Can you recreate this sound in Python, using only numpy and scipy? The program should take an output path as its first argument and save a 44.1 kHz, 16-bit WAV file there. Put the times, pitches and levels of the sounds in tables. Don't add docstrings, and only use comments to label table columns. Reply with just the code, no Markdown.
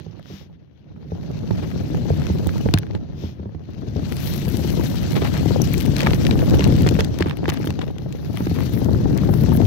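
import sys
import numpy as np
from scipy import signal
from scipy.fft import rfft, irfft
from scipy.io import wavfile
from scipy.ndimage import uniform_filter1d

SR = 44100
rng = np.random.default_rng(int(sys.argv[2]) if len(sys.argv) > 2 else 0)


def elevation(decibels):
    levels = np.asarray(decibels, float)
    return 10 ** (levels / 20)


def master_out(mix):
    frames = np.transpose(np.atleast_2d(mix))
    ceiling = np.clip(frames, -1, 1)
    pcm = np.round(ceiling * 32767).astype(np.int16)
    wavfile.write(sys.argv[1], SR, pcm)


N = 426006

# time in seconds, buffeting in dB, left over right in dB.
WIND_FLOW = [(0.0, -42.5, -19.5), (0.75, -52, 10.5), (0.94, -42, -0.5), (1.37, -28.5, 3), (2.1, -24, 8),
             (2.58, -26.5, 0.5), (3.61, -41, 9.5), (3.9, -30, 8), (4.81, -21, 9.5), (5.09, -24, -0.5),
             (5.6, -18, 18), (5.92, -20, 7), (6.62, -17, 2.5), (6.86, -14.5, 8), (7.07, -24, 7),
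             (8.1, -31, 6.5), (8.8, -20.5, 10.5), (9.66, -15.5, 18)]
# frequency in Hz, density in dB per Hz.
BUFFET_SPECTRUM = [(12, -55), (20, -20), (68, -0.5), (120, 1), (172, -2.5), (213, 0), (323, -7), (367, -10),
                   (1080, -36.5), (1190, -38.5), (1500, -39.5), (1950, -43.5), (3300, -120)]
# middle in seconds, extra left over right in dB.
SIDE_GUSTS = [
    (2.03, 1),
    (4.81, 2.5),
    (4.98, 13),
    (5.5, 13),
    (5.87, 9),
]
# time in seconds, hiss in dB.
TREAD_LOAD = [(0.0, -59.5), (0.29, -65), (0.67, -70), (0.97, -66), (1.2, -56), (1.64, -50), (2.64, -47),
              (2.88, -59), (3.55, -63.5), (3.9, -53.5), (4.22, -42.5), (6.89, -42), (7.35, -55),
              (7.67, -48.5), (7.96, -59.5), (8.55, -46), (9.1, -48.5), (9.66, -44.5)]
# start in seconds,
# end in seconds, extra spray in dB.
SAND_PATCHES = [(1.1, 2.73, 2), (7.482, 7.505, 23), (7.533, 7.546, 21), (7.585, 7.6, 14),
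                (7.609, 7.617, 13), (7.645, 7.68, 13), (8.728, 8.8, 7), (9.531, 9.573, 16.5),
                (4.06, 4.983, 6), (5.003, 6.522, 3), (7.832, 8.873, 7), (8.847, 9.687, 3),
                (9.295, 9.463, 8.5)]
# frequency in Hz, density in dB per Hz.
PORT_COLOUR = [(530, -39.5), (900, 38.5), (968, -9), (1340, -3), (1760, -2.5), (2350, -3), (3110, -2),
               (5860, -7), (6700, -11), (8150, -13), (9090, -20.5), (11300, -16.5), (15200, -19.5),
               (15900, -20), (16500, -56)]
# frequency in Hz, left over right in dB.
PORT_SHADE = [(60, -1.0), (130, 4.0), (290, 6.5), (640, 2), (1410, 16), (3100, 16), (6820, 23),
              (15000, 10.5)]
# start in seconds, peak in dB, knock in Hz, left over right in dB.
STONY_KNOCKS = [(4.645, -13, 370, 14), (4.794, -9.5, 336, 33), (5.163, -13, 404, 1), (5.219, -12.5, 420, 9),
                (5.457, -5.5, 305, 18), (5.506, -8, 412, 29), (5.559, -9.5, 517, 34),
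                (6.028, -13.5, 525, 3), (6.069, -30, 314, -6), (6.133, -11.5, 286, -3), (6.538, -7, 327, 1),
                (6.592, -10.5, 426, 5), (6.673, -13, 336, 19), (6.861, -10, 390, 5), (6.988, -10, 460, -1),
                (7.205, -6.5, 347, 2), (7.258, -11.5, 326, 3), (7.43, -14, 316, 2), (7.297, -24, 330, 3),
                (7.48, -10.5, 352, 0), (7.788, -13, 299, 5), (8.466, -12.5, 325, 2), (8.605, -26, 305, 7),
                (8.816, -13, 368, 27), (9.289, -5.5, 362, 38), (9.601, -4.5, 326, 19), (7.599, -15, 310, 8),
                (7.645, -17.5, 260, 1), (7.669, -15, 310, -3), (7.826, -19, 266, 16),
                (7.902, -18.5, 260, 3), (8.884, -10, 270, 10), (9.518, -4.5, 241, 27),
                (8.341, -16.5, 299, 8), (8.404, -11, 243, 6)]
# start in seconds, peak in dB, knock in Hz, left over right in dB.
DIRT_BUMPS = [(0.063, -31, 417, -4), (0.192, -38, 580, 5), (0.307, -31, 348, 4), (1.118, -20.5, 440, 3),
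              (1.506, -14, 372, -6), (1.811, -23.5, 296, -1), (1.945, -16.5, 315, -4),
              (2.054, -18.5, 296, 10), (2.102, -11, 467, 3), (2.298, -13, 310, 0), (2.465, -14, 290, -25),
              (2.556, -18, 301, -3), (2.659, -12, 468, 4), (2.686, -13, 297, -5), (2.737, -7, 310, 6),
              (2.903, -22, 290, 8), (2.948, -18, 316, -3), (3.236, -19.5, 318, 2), (3.394, -26, 348, 5),
              (3.455, -26, 398, 0), (3.546, -26, 296, -6), (3.96, -18, 417, 9)]
# start in seconds, peak in dB, knock in Hz, left over right in dB.
MORE_DIRT_BUMPS = [
    (0.3, -33.5, 420, 2),
    (0.41, -39.5, 503, 5),
    (0.33, -33.5, 295, 0),
    (0.495, -39.5, 300, 2),
    (0.46, -43, 300, 1),
    (9.056, -6, 270, 14),
    (8.512, -12.5, 300, 9),
    (2.655, -13, 110, -6),
    (2.743, -7, 116, 0),
]
# start in
# seconds, peak in dB, ring in Hz, left over right in dB.
SINGLE_STONES = [(0.2279, -38, 2724, 17.0), (2.688, -22, 1460, 4.0), (2.9098, -32, 2200, 15.5),
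                 (5.3187, -26, 1420, 8), (5.3457, -33, 1740, 8.0), (5.3774, -27, 3270, 7.5),
                 (5.9631, -20, 3110, 8.5), (5.9924, -16, 2920, 6), (6.0484, -28, 1840, 3.5),
                 (6.0644, -15, 1200, 3), (6.1464, -24, 5930, 15.0), (6.2203, -26, 3450, 8.0),
                 (6.4183, -19, 1310, 10), (6.542, -19, 1410, 5.0), (6.6224, -19, 1340, 8),
                 (6.6512, -17, 1880, 7.5), (6.6854, -27, 1490, 15.5), (6.723, -24, 1610, 14.0),
                 (6.7815, -24, 1610, 11.0), (6.8019, -34, 2930, 15.0), (6.8324, -23, 2360, 2.5),
                 (6.8484, -26, 1350, 8.0), (6.8645, -16, 1640, 8.5), (6.8757, -11.5, 1450, -2),
                 (6.9451, -32, 2970, 15.5), (6.9524, -20, 1360, 9), (6.9654, -27, 1430, 5),
                 (7.2599, -24, 1200, 5.0), (7.2843, -24, 1260, 1), (7.442, -25, 1530, 6.5),
                 (7.4864, -21, 2410, 10.0), (7.4909, -16, 1920, -6), (7.5034, -21, 1970, 5),
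                 (7.5205, -21, 1200, 11), (7.5254, -31, 1630, 5.0), (7.5434, -25, 1930, -5),
                 (7.6126, -28, 1380, 12.5), (7.6296, -32, 1220, 14.0), (7.643, -23, 1510, 4),
                 (7.673, -18, 1940, 7), (7.879, -31, 1810, 8.5),
                 (0.195, -37.5, 900, 9), (1.5084, -27, 1000, 4), (1.7142, -30, 1500, 9),
               (1.9465, -28, 1300, 8), (2.4704, -26, 14500, 20), (2.7394, -8, 3000, 6),
               (2.7865, -19, 15000, 16), (3.706, -49, 12000, 14), (3.7432, -41, 1800, 14),
               (3.8126, -42, 4200, 14), (4.81, -23.5, 900, 10), (5.736, -14, 14500, 12),
               (5.7408, -16.5, 2000, 12), (5.787, -22, 6000, 14), (6.508, -21, 4000, 12),
               (6.551, -23, 11000, 12), (6.8208, -22, 12500, 16), (6.9995, -19, 3000, 15),
               (7.0464, -22, 3700, 16), (7.1885, -22, 1800, 11), (7.4805, -24, 3000, 8),
               (7.4997, -14.5, 4100, -4), (7.705, -22, 890, -3), (8.373, -20.5, 1800, 14),
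               (8.4065, -27, 1100, 4), (8.455, -33, 1500, 8), (8.5866, -20, 900, 8), (8.606, -22, 1300, 8),
               (8.7745, -25, 1210, 8), (8.9465, -23.5, 750, 16), (9.1675, -25, 800, 8),
               (9.185, -22, 1800, 10), (9.2345, -22, 750, 11), (9.2875, -27, 900, 18),
               (9.337, -18, 830, 17), (9.461, -27, 1300, 6), (9.5265, -21, 750, 20)]
# start in seconds, peak in dB, left over right in dB.
CABLE_SLAPS = [(0.189, -44, 3), (0.258, -33, 18), (0.9628, -37, 16), (1.5095, -25, 19), (1.9459, -27, 16),
               (2.2183, -19.5, 24), (2.268, -16, 25), (2.4925, -16, 5), (2.775, -10, 5), (2.8323, -23, 4),
               (2.9507, -18.5, 13), (3.5488, -32, 15), (5.1618, -25, -9), (5.2193, -17, 7),
               (6.0698, -1.5, 5), (6.1336, -8, 7), (6.251, -10.5, 8), (6.3103, -7.5, 14),
               (6.594, -10.5, 11), (6.6072, -8, 6), (7.2238, -3.5, 14), (7.3102, -11, -22),
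               (7.4563, -11.5, 4), (7.4814, -15, 18), (7.5724, -15.5, 16), (7.7916, -20, 1),
               (7.816, -14, 18), (8.47, -18, 2), (9.6149, -18.5, -5)]
# start in seconds, peak in dB, left over right in dB.
LEVER_RATTLES = [(2.098, -23.5, 16), (2.7388, 1.5, 11), (2.8673, -28, 15), (5.2469, -23, 8),
                 (5.674, -18, 24), (5.9662, -5, 25), (6.0052, -3.5, 27), (6.017, -12, 10), (6.032, -11, 14),
                 (6.107, -10, 12), (6.2674, -5, 21), (6.3913, -14, 17), (6.6416, -6, 4), (6.8697, -13, -6),
                 (6.8892, -4, 12), (6.9919, -11, 20), (7.0062, -4.5, -33), (7.208, -12, -3),
                 (7.2967, -16, 5), (7.4933, -17, -10), (7.705, -12, 12), (7.9835, -23, 18),
                 (8.1255, -22, 18)]
# start in seconds, peak in dB, left over right in dB.
STONE_TICKS = [(2.471, -17, 7), (2.786, -10, 29), (4.168, -17, 16), (4.1233, -12.5, 10), (4.2739, -12, 23),
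               (4.338, -13.5, 19), (4.5224, -23, 14.5), (4.57, -14, 19), (5.6185, -23, 12),
               (5.7801, -9, 20), (5.805, -11, 20), (5.81, -12, 20), (5.856, -14, 17), (5.861, -15.5, 17),
               (5.9837, -14, 0), (6.6759, -13.5, 14.5), (6.8213, -16.5, 33), (7.047, -15, 26),
               (7.1878, -13, 21), (7.371, -21, 14), (7.5394, -17.5, 11), (7.6597, -20, -4),
               (8.3722, -13.5, 25), (8.606, -20, 17), (8.8453, -19, 12.5), (9.176, -17, 11),
               (9.3397, -18, 16), (9.5724, -17, 15)]
# start in seconds, length in seconds, level in dB, left over right in dB.
GRAVEL_PATCHES = [(2.734, 0.035, -37, 15), (2.948, 0.027, -47.5, 11), (5.153, 0.041, -28.5, 13),
                  (5.214, 0.04, -32, 13), (5.247, 0.048, -32, 11), (5.34, 0.068, -34.5, 12),
                  (5.976, 0.16, -32.5, 6), (6.062, 0.016, -27, 9), (6.602, 0.094, -36.5, 20),
                  (6.866, 0.031, -31.5, 5), (6.988, 0.028, -28, 9), (7.198, 0.055, -36, 15),
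                  (7.261, 0.078, -39.5, 5), (7.489, 0.023, -26.5, 7), (7.525, 0.071, -40.5, 5),
                  (8.363, 0.071, -43, 9), (1.577, 0.032, -41, 13), (1.623, 0.036, -43, 15),
                  (1.716, 0.012, -41, 9), (2.124, 0.23, -46.5, 13), (8.546, 0.1, -42, 11),
                  (9.17, 0.079, -41, 12), (7.811, 0.035, -38.5, 12), (5.513, 0.043, -42, 20)]
# frequency in Hz, density in dB.
GRAVEL_SPECTRUM = [(300, -29), (700, 5.5), (1200, -2), (2000, -3), (4000, -7.5), (5500, -17), (9000, -27.5)]
# middle in seconds, length in seconds, level in dB, brightness in dB,
# left over right of the top in dB.
FORK_STROKES = [
    (0.346, 0.26, -49, 1, 0),
    (3.245, .22, -48.5, 1, -2),
    (4.276, 0.19, -43, 19, 16),
]
# frequency in Hz, level in dB, 60 dB decay time in seconds.
SPOKE_MODES = [
    (5900, 3, 0.014),
    (6160, -4, 0.023),
    (9960, -7, 0.014),
    (12450, -2, 0.011),
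    (14700, -4, .007),
]
# start in seconds, level in dB, left over right in dB.
SPOKE_HITS = [
    (5.618, -17.5, 32),
]
# frequency in Hz, level in dB, 60 dB decay time in seconds.
TUBE_MODES = [
    (875, -1, 0.025),
    (1210, 0, 0.035),
    (1710, 0, 0.016),
    (3320, -19, 0.028),
]
# start in seconds, level in dB, left over right in dB.
TUBE_HITS = [
    (6.0688, -16, 3),
    (7.226, -37, 9),
]

ROAR_DB = -13
HUM_DB, HUM_SLOPE = -6.5, -0.14
GUST_S = 0.066
SHARED = 0.55
LAG_S = 0.00043
SPRAY_DB, SPRAY_SLOPE = -68, 1.32
SAND_EDGE_S = 0.04
DULL_DB = 1
HISS_EDGE_HZ = 15800
STEM_HZ, STEM_DB, STEM_S = 776, -14.5, 0.0053
DIRT_BOOM_DB, STONE_BOOM_DB = 0.5, -8.5
BOOM_TOP_DB = -14
CLACK_S, CLACK_WIDE, CLACK_TOP_DB = 0.0014, 7.5, -26
SLAP_TOP_DB, RATTLE_TOP_DB, TICK_TOP_DB = -35, -23, -12


def evened(x):
    return x / np.sqrt(np.mean(x ** 2) + 1e-20)


def read(points, hz):
    f, value = np.transpose(points)
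    return np.interp(np.log(hz + 1), np.log(f + 1), value)


def hump(x, centre, width):
    return np.exp(-((x - centre) / width) ** 2)


def ramp(x, start, width):
    return np.clip((x - start) / width, 0, 1)


def ports(pan_db):
    return 2 / np.sqrt(1 + elevation(2 * np.array([-pan_db, pan_db])))


def shaded(hz, pan_db, slope_db):
    octaves = np.clip(np.log2(hz / 2500 + 0.01), -1.5, 1.3)
    return ports(pan_db + slope_db * octaves - 2.1 * (hz > 10000))


def add(mix, s, sound):
    part = mix[:, max(round(s * SR), 0):][:, :sound.shape[1]]
    part += sound[:, :part.shape[1]]


def frames_and_bins(size):
    hop = size // 4
    return np.arange(N // hop + 5) * hop / SR, np.fft.rfftfreq(size, 1 / SR)[:, None]


def band(colour_db, hz, lo, hi):
    gain = elevation(colour_db)
    return gain / np.sqrt(np.sum(gain[(hz > lo) & (hz < hi)] ** 2))


def noise(gain, size):
    a, b = rng.standard_normal((2,) + gain.shape)
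    return signal.istft((a + 1j * b) * gain, nperseg=size, noverlap=size - size // 4)[1][:, :N] * 0.84


def flutter(shape, frames):
    return evened(uniform_filter1d(rng.standard_normal(shape), max(round(frames), 1), -1))


def click(burst, colour, hz, pan_db, slope_db):
    spectrum = rfft(np.roll(burst, 40, -1)) * colour
    peak = abs(irfft(spectrum)).max(1, keepdims=True)
    return irfft(spectrum * shaded(hz, pan_db, slope_db)) / peak


def wind():
    t, hz = frames_and_bins(512)
    sample_s, lag = np.arange(N) / SR, round(LAG_S * SR)
    s, *columns = np.transpose(WIND_FLOW)
    level_db, pan_db = (np.interp(t, s, c) for c in columns)
    pan_db = pan_db + sum(db * hump(t, at, GUST_S) for at, db in SIDE_GUSTS)
    roar_db = ROAR_DB - 0.078 * (level_db + 25)
    hum_db = HUM_DB + HUM_SLOPE * (level_db + 26)

    high = np.clip(np.log(hz / 180 + 1e-9) / np.log(3), 0, 1)
    lumps_db = 1.7 * np.minimum(flutter((2, 1, len(t)), 9), 1.8)
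    colour = band(read(BUFFET_SPECTRUM, hz), hz, 40, 300)
    colour = colour * elevation(level_db + lumps_db) * ports(pan_db)[:, None]
    pops = (rng.random((2, N)) < 60 / SR) * np.minimum(rng.exponential(1, (2, N)), 1.8)
    pops = signal.lfilter([1], [1, -np.exp(-1 / (0.0037 * SR))], pops)
    roar = noise(colour * high * elevation(roar_db + 11.5), 512)
    roar = roar * (1 + 1.93 * uniform_filter1d(pops, 40, -1))
    bass = noise(colour * (1 - high), 512)
    bass = bass * (1 + 0.79 * uniform_filter1d(pops, 220, -1))

    t_long, hz = frames_and_bins(2048)
    modes = elevation(-8) / (1 + ((hz - 82) / 14) ** 2) + elevation(-4) / (1 + ((hz - 148) / 30) ** 2)
    hum = noise(modes[None] / np.linalg.norm(modes) * np.ones(len(t_long)), 2048)[0]
    hum = hum * elevation(np.interp(sample_s, t, level_db + hum_db + lumps_db[1, 0]))

    air = bass + roar
    swing = SHARED * np.sign(uniform_filter1d(lumps_db[0, 0] - lumps_db[1, 0], size=160))
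    swept = np.roll(air[0], lag) * np.interp(sample_s, t, swing * elevation(-pan_db))
    air[1] = np.sqrt(1 - SHARED ** 2) * air[1] + swept
    return air + np.array([0.64 * hum, 2.32 * np.roll(hum, lag)])


def tyre():
    t, hz = frames_and_bins(128)
    grit_db = np.interp(t, *np.transpose(TREAD_LOAD))
    sand_db = np.zeros(len(t))
    for start, end, db in SAND_PATCHES:
        edge_s = min(SAND_EDGE_S, (end - start) / 4)
        sand_db += db * np.clip(np.minimum(t - start, end - t) / edge_s + 0.5, 0, 1)
    spray_db = SPRAY_DB + SPRAY_SLOPE * (grit_db + 51.5) + sand_db

    colour_db = read(PORT_COLOUR, hz) - 60 * (hz < 600) - hump(hz, 8800, 1300)
    colour_db = colour_db + 3 * hump(hz, 4200, 500) + 3.3 * hump(hz, 6000, 450)
    dull_db = DULL_DB * np.minimum(grit_db + 45, 0) * ramp(hz, 6300, 1500)
    dull_db = dull_db + 0.62 * np.minimum(grit_db + 56, 0) * ramp(hz, 2500, 2500)
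    body = band(colour_db - 60 * (hz > 9000), hz, 1500, 7000) * elevation(grit_db + dull_db)
    top_db = colour_db - 60 * (hz < 9000) - 9 * np.clip((11200 - hz) / 1500, 0, 1)
    top = band(top_db, hz, 10300, 16000) * elevation(spray_db)

    stones = (rng.random((2, len(t))) < [[0.08], [0.05]]) * np.minimum(rng.exponential(1, (2, len(t))), 2.5)
    crackle = uniform_filter1d(elevation(4.6 * stones) - 1, 3, -1) * [[1.5], [2.5]]
    wobble = elevation(2.01 * flutter((2, len(t)), 30))
    body = body * elevation(2.36 * flutter(body.shape, 40))
    top_crackle = (2.5 * crackle[0] + crackle[1]) * elevation(0.5 * np.minimum(spray_db + 56, 0))
    grit = body * (wobble[0] + crackle[0]) + top * (wobble[1] + top_crackle)
    return noise(ports(read(PORT_SHADE, hz) + 0.11) * grit, 128)


def thuds():
    out, t = np.zeros((2, N)), np.arange(5000) / SR - [[0], [LAG_S]]
    kinds = (DIRT_BUMPS, DIRT_BOOM_DB), (STONY_KNOCKS, STONE_BOOM_DB), (MORE_DIRT_BUMPS, DIRT_BOOM_DB)
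    rows = [(*row, boom_db) for table, boom_db in kinds for row in table]
    start = (t > 0) * (1 - np.exp(-t / 0.00081))
    for (s, db, hz, pan_db, boom_db), (sign, low, high) in zip(rows, rng.random((len(rows), 3))):
        glide = 1 + 0.5 * np.exp(-t / 0.0029)
        knock = np.exp(-t / 0.0046) * np.sin(2 * np.pi * hz * t * glide)
        stem_hz = STEM_HZ * (0.821 + 0.378 * high)
        knock = knock + elevation(STEM_DB) * np.exp(-t / STEM_S) * np.sin(2 * np.pi * stem_hz * t)
        boom = np.sin(2 * np.pi * (80 + 30 * low) * t)
        boom = boom + 0.69 * np.sin(2 * np.pi * (140 + 60 * high) * t)
        boom = elevation(min(db + boom_db - 0.5, BOOM_TOP_DB)) * np.exp(-t / 0.026) * boom
        swing = start * (elevation(db + 1.5) * knock + boom)
        right = 1 if sign > 0.5 or db > -12 else -1
        add(out, s + 0.0011, swing * ports(1.03 * pan_db)[:, None] * [[0.7], [right]])
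    return out


def clacks():
    out, t, hz = np.zeros((2, N)), np.arange(512) / SR, np.fft.rfftfreq(512, 1 / SR)
    rows = SINGLE_STONES
    top = band(read(PORT_COLOUR, hz) - 40 * (hz < 8500), hz, 9200, 16000) * elevation(CLACK_TOP_DB)
    for (s, db, ring_hz, pan_db), burst in zip(rows, rng.standard_normal((len(rows), 2, 512))):
        edge_hz = 16800 if ring_hz > 10000 else 15900
        body_db = np.maximum(-CLACK_WIDE * np.log2(hz / ring_hz + 0.01) ** 2, -32)
        body_db = body_db - 14 * hump(hz, 9200, 1200) - 60 * (hz > edge_hz)
        colour = band(body_db, hz, 600, 17000) + top
        burst = burst * np.exp(-t / CLACK_S * min(ring_hz / 1400, 1))
        add(out, s - 0.0009, elevation(db - 1) * click(burst, colour, hz, pan_db + 4.5, slope_db=4) * 0.69)
    return out


def rattles():
    out, t, hz = np.zeros((2, N)), np.arange(512) / SR, np.fft.rfftfreq(512, 1 / SR)
    kinds = (CABLE_SLAPS, SLAP_TOP_DB), (LEVER_RATTLES, RATTLE_TOP_DB), (STONE_TICKS, TICK_TOP_DB)
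    rows = [(*row, top_db) for table, top_db in kinds for row in table]
    top_colour = band(read(PORT_COLOUR, np.minimum(hz, 15200)) - 40 * (hz < 8500), hz, 9000, 12200)
    for (s, db, pan_db, top_db), burst in zip(rows, rng.standard_normal((len(rows), 2, 513))):
        bright = np.clip((top_db + 26.5) / 25, 0, 1)
        ring_hz = (1700 + 2100 * np.sqrt(bright)) * elevation(2.14 * burst[0, -1])
        decay_s = 0.0017 - 0.0012 * bright
        burst = burst[:, :-1] * (1 - np.exp(-t / 0.0002)) * np.exp(-t / decay_s)
        body_db = 1.1 / (1 + ((hz - ring_hz) / 300) ** 2) - 5.4 * np.log2(hz / ring_hz + 0.018) ** 2
        body = band(np.maximum(body_db, -30) - 25 * (hz > 8500), hz, 1200, 9200)
        colour = (body + top_colour * elevation(top_db + 3.5)) * (hz < HISS_EDGE_HZ)
        add(out, s - 0.0012, elevation(db - 6.5) * click(burst, colour, hz, pan_db, slope_db=10.5) * 0.73)
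    return out


def crunch():
    t, hz = frames_and_bins(128)
    grains = elevation(4.5 * np.minimum(flutter(len(t), 2), 2))
    gain = np.zeros((2, len(hz), len(t)))
    for s, length, db, pan_db in GRAVEL_PATCHES:
        u = ramp(t, s, length)
        gain += shaded(hz, pan_db, slope_db=9) * elevation(db) * np.minimum(70 * u, 1) * np.sqrt(1 - u)
    return noise(gain * grains * band(read(GRAVEL_SPECTRUM, hz), hz, 500, 5000), 128)


def damper():
    t, hz = frames_and_bins(256)
    colour_db = read(PORT_COLOUR, np.maximum(hz, 1500)) - 30 * (hz < 300)
    colour_db = colour_db - 4 * np.log2(np.maximum(2500 / (hz + 1), 1))
    colour_db = colour_db + 7 * hump(hz, 700, 400) + 4 * hump(hz, 5500, 600) + 3 * hump(hz, 3500, 500)
    colour = band(colour_db, hz, 1500, 7000)
    gain = np.zeros((2, len(hz), len(t)))
    for s, length, db, bright_db, pan_db in FORK_STROKES:
        swell = np.cos(np.pi * np.clip((t - s) / length / 1.3, -0.5, 0.5)) ** 2.5
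        tilt_db = bright_db * ramp(hz, 8500, 2500) - 21 * hump(hz, 9000, 1500)
        gain += ports(np.where(hz > 10000, pan_db, 14.0)) * colour * elevation(db + tilt_db) * swell
    return noise(gain, 256)


def ping():
    out, t = np.zeros((2, N)), np.arange(1500) / SR
    for modes, hits in (SPOKE_MODES, SPOKE_HITS), (TUBE_MODES, TUBE_HITS):
        ring = sum(elevation(db - 60 * t / t60) * np.sin(2 * np.pi * hz * t) for hz, db, t60 in modes)
        ring = ring * (1 - np.exp(-t / 0.00024))
        for s, db, pan_db in hits:
            add(out, s, elevation(db) * ring * ports(pan_db)[:, None] * 0.68)
    return out


def scene():
    air = wind()
    hiss = tyre() + crunch() + damper()
    hiss = signal.oaconvolve(hiss, signal.firwin(255, HISS_EDGE_HZ, fs=SR)[None], "same")
    return air + hiss + thuds() + clacks() + rattles() + ping()


def band_limit(x):
    return signal.sosfilt(signal.butter(12, 16970, fs=SR, output="sos"), x)


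def record(dry):
    faded = dry * np.minimum(np.arange(N) / 150, 1)
    cut = signal.sosfilt(signal.butter(4, 56, "high", fs=SR, output="sos"), faded)
    soft = np.tanh(cut * 1.294) / 1.115
    mix = signal.oaconvolve(soft, signal.firwin(255, 16850, fs=SR)[None], "same")
    return band_limit(mix)


dry = scene()
out = record(dry)
master_out(out)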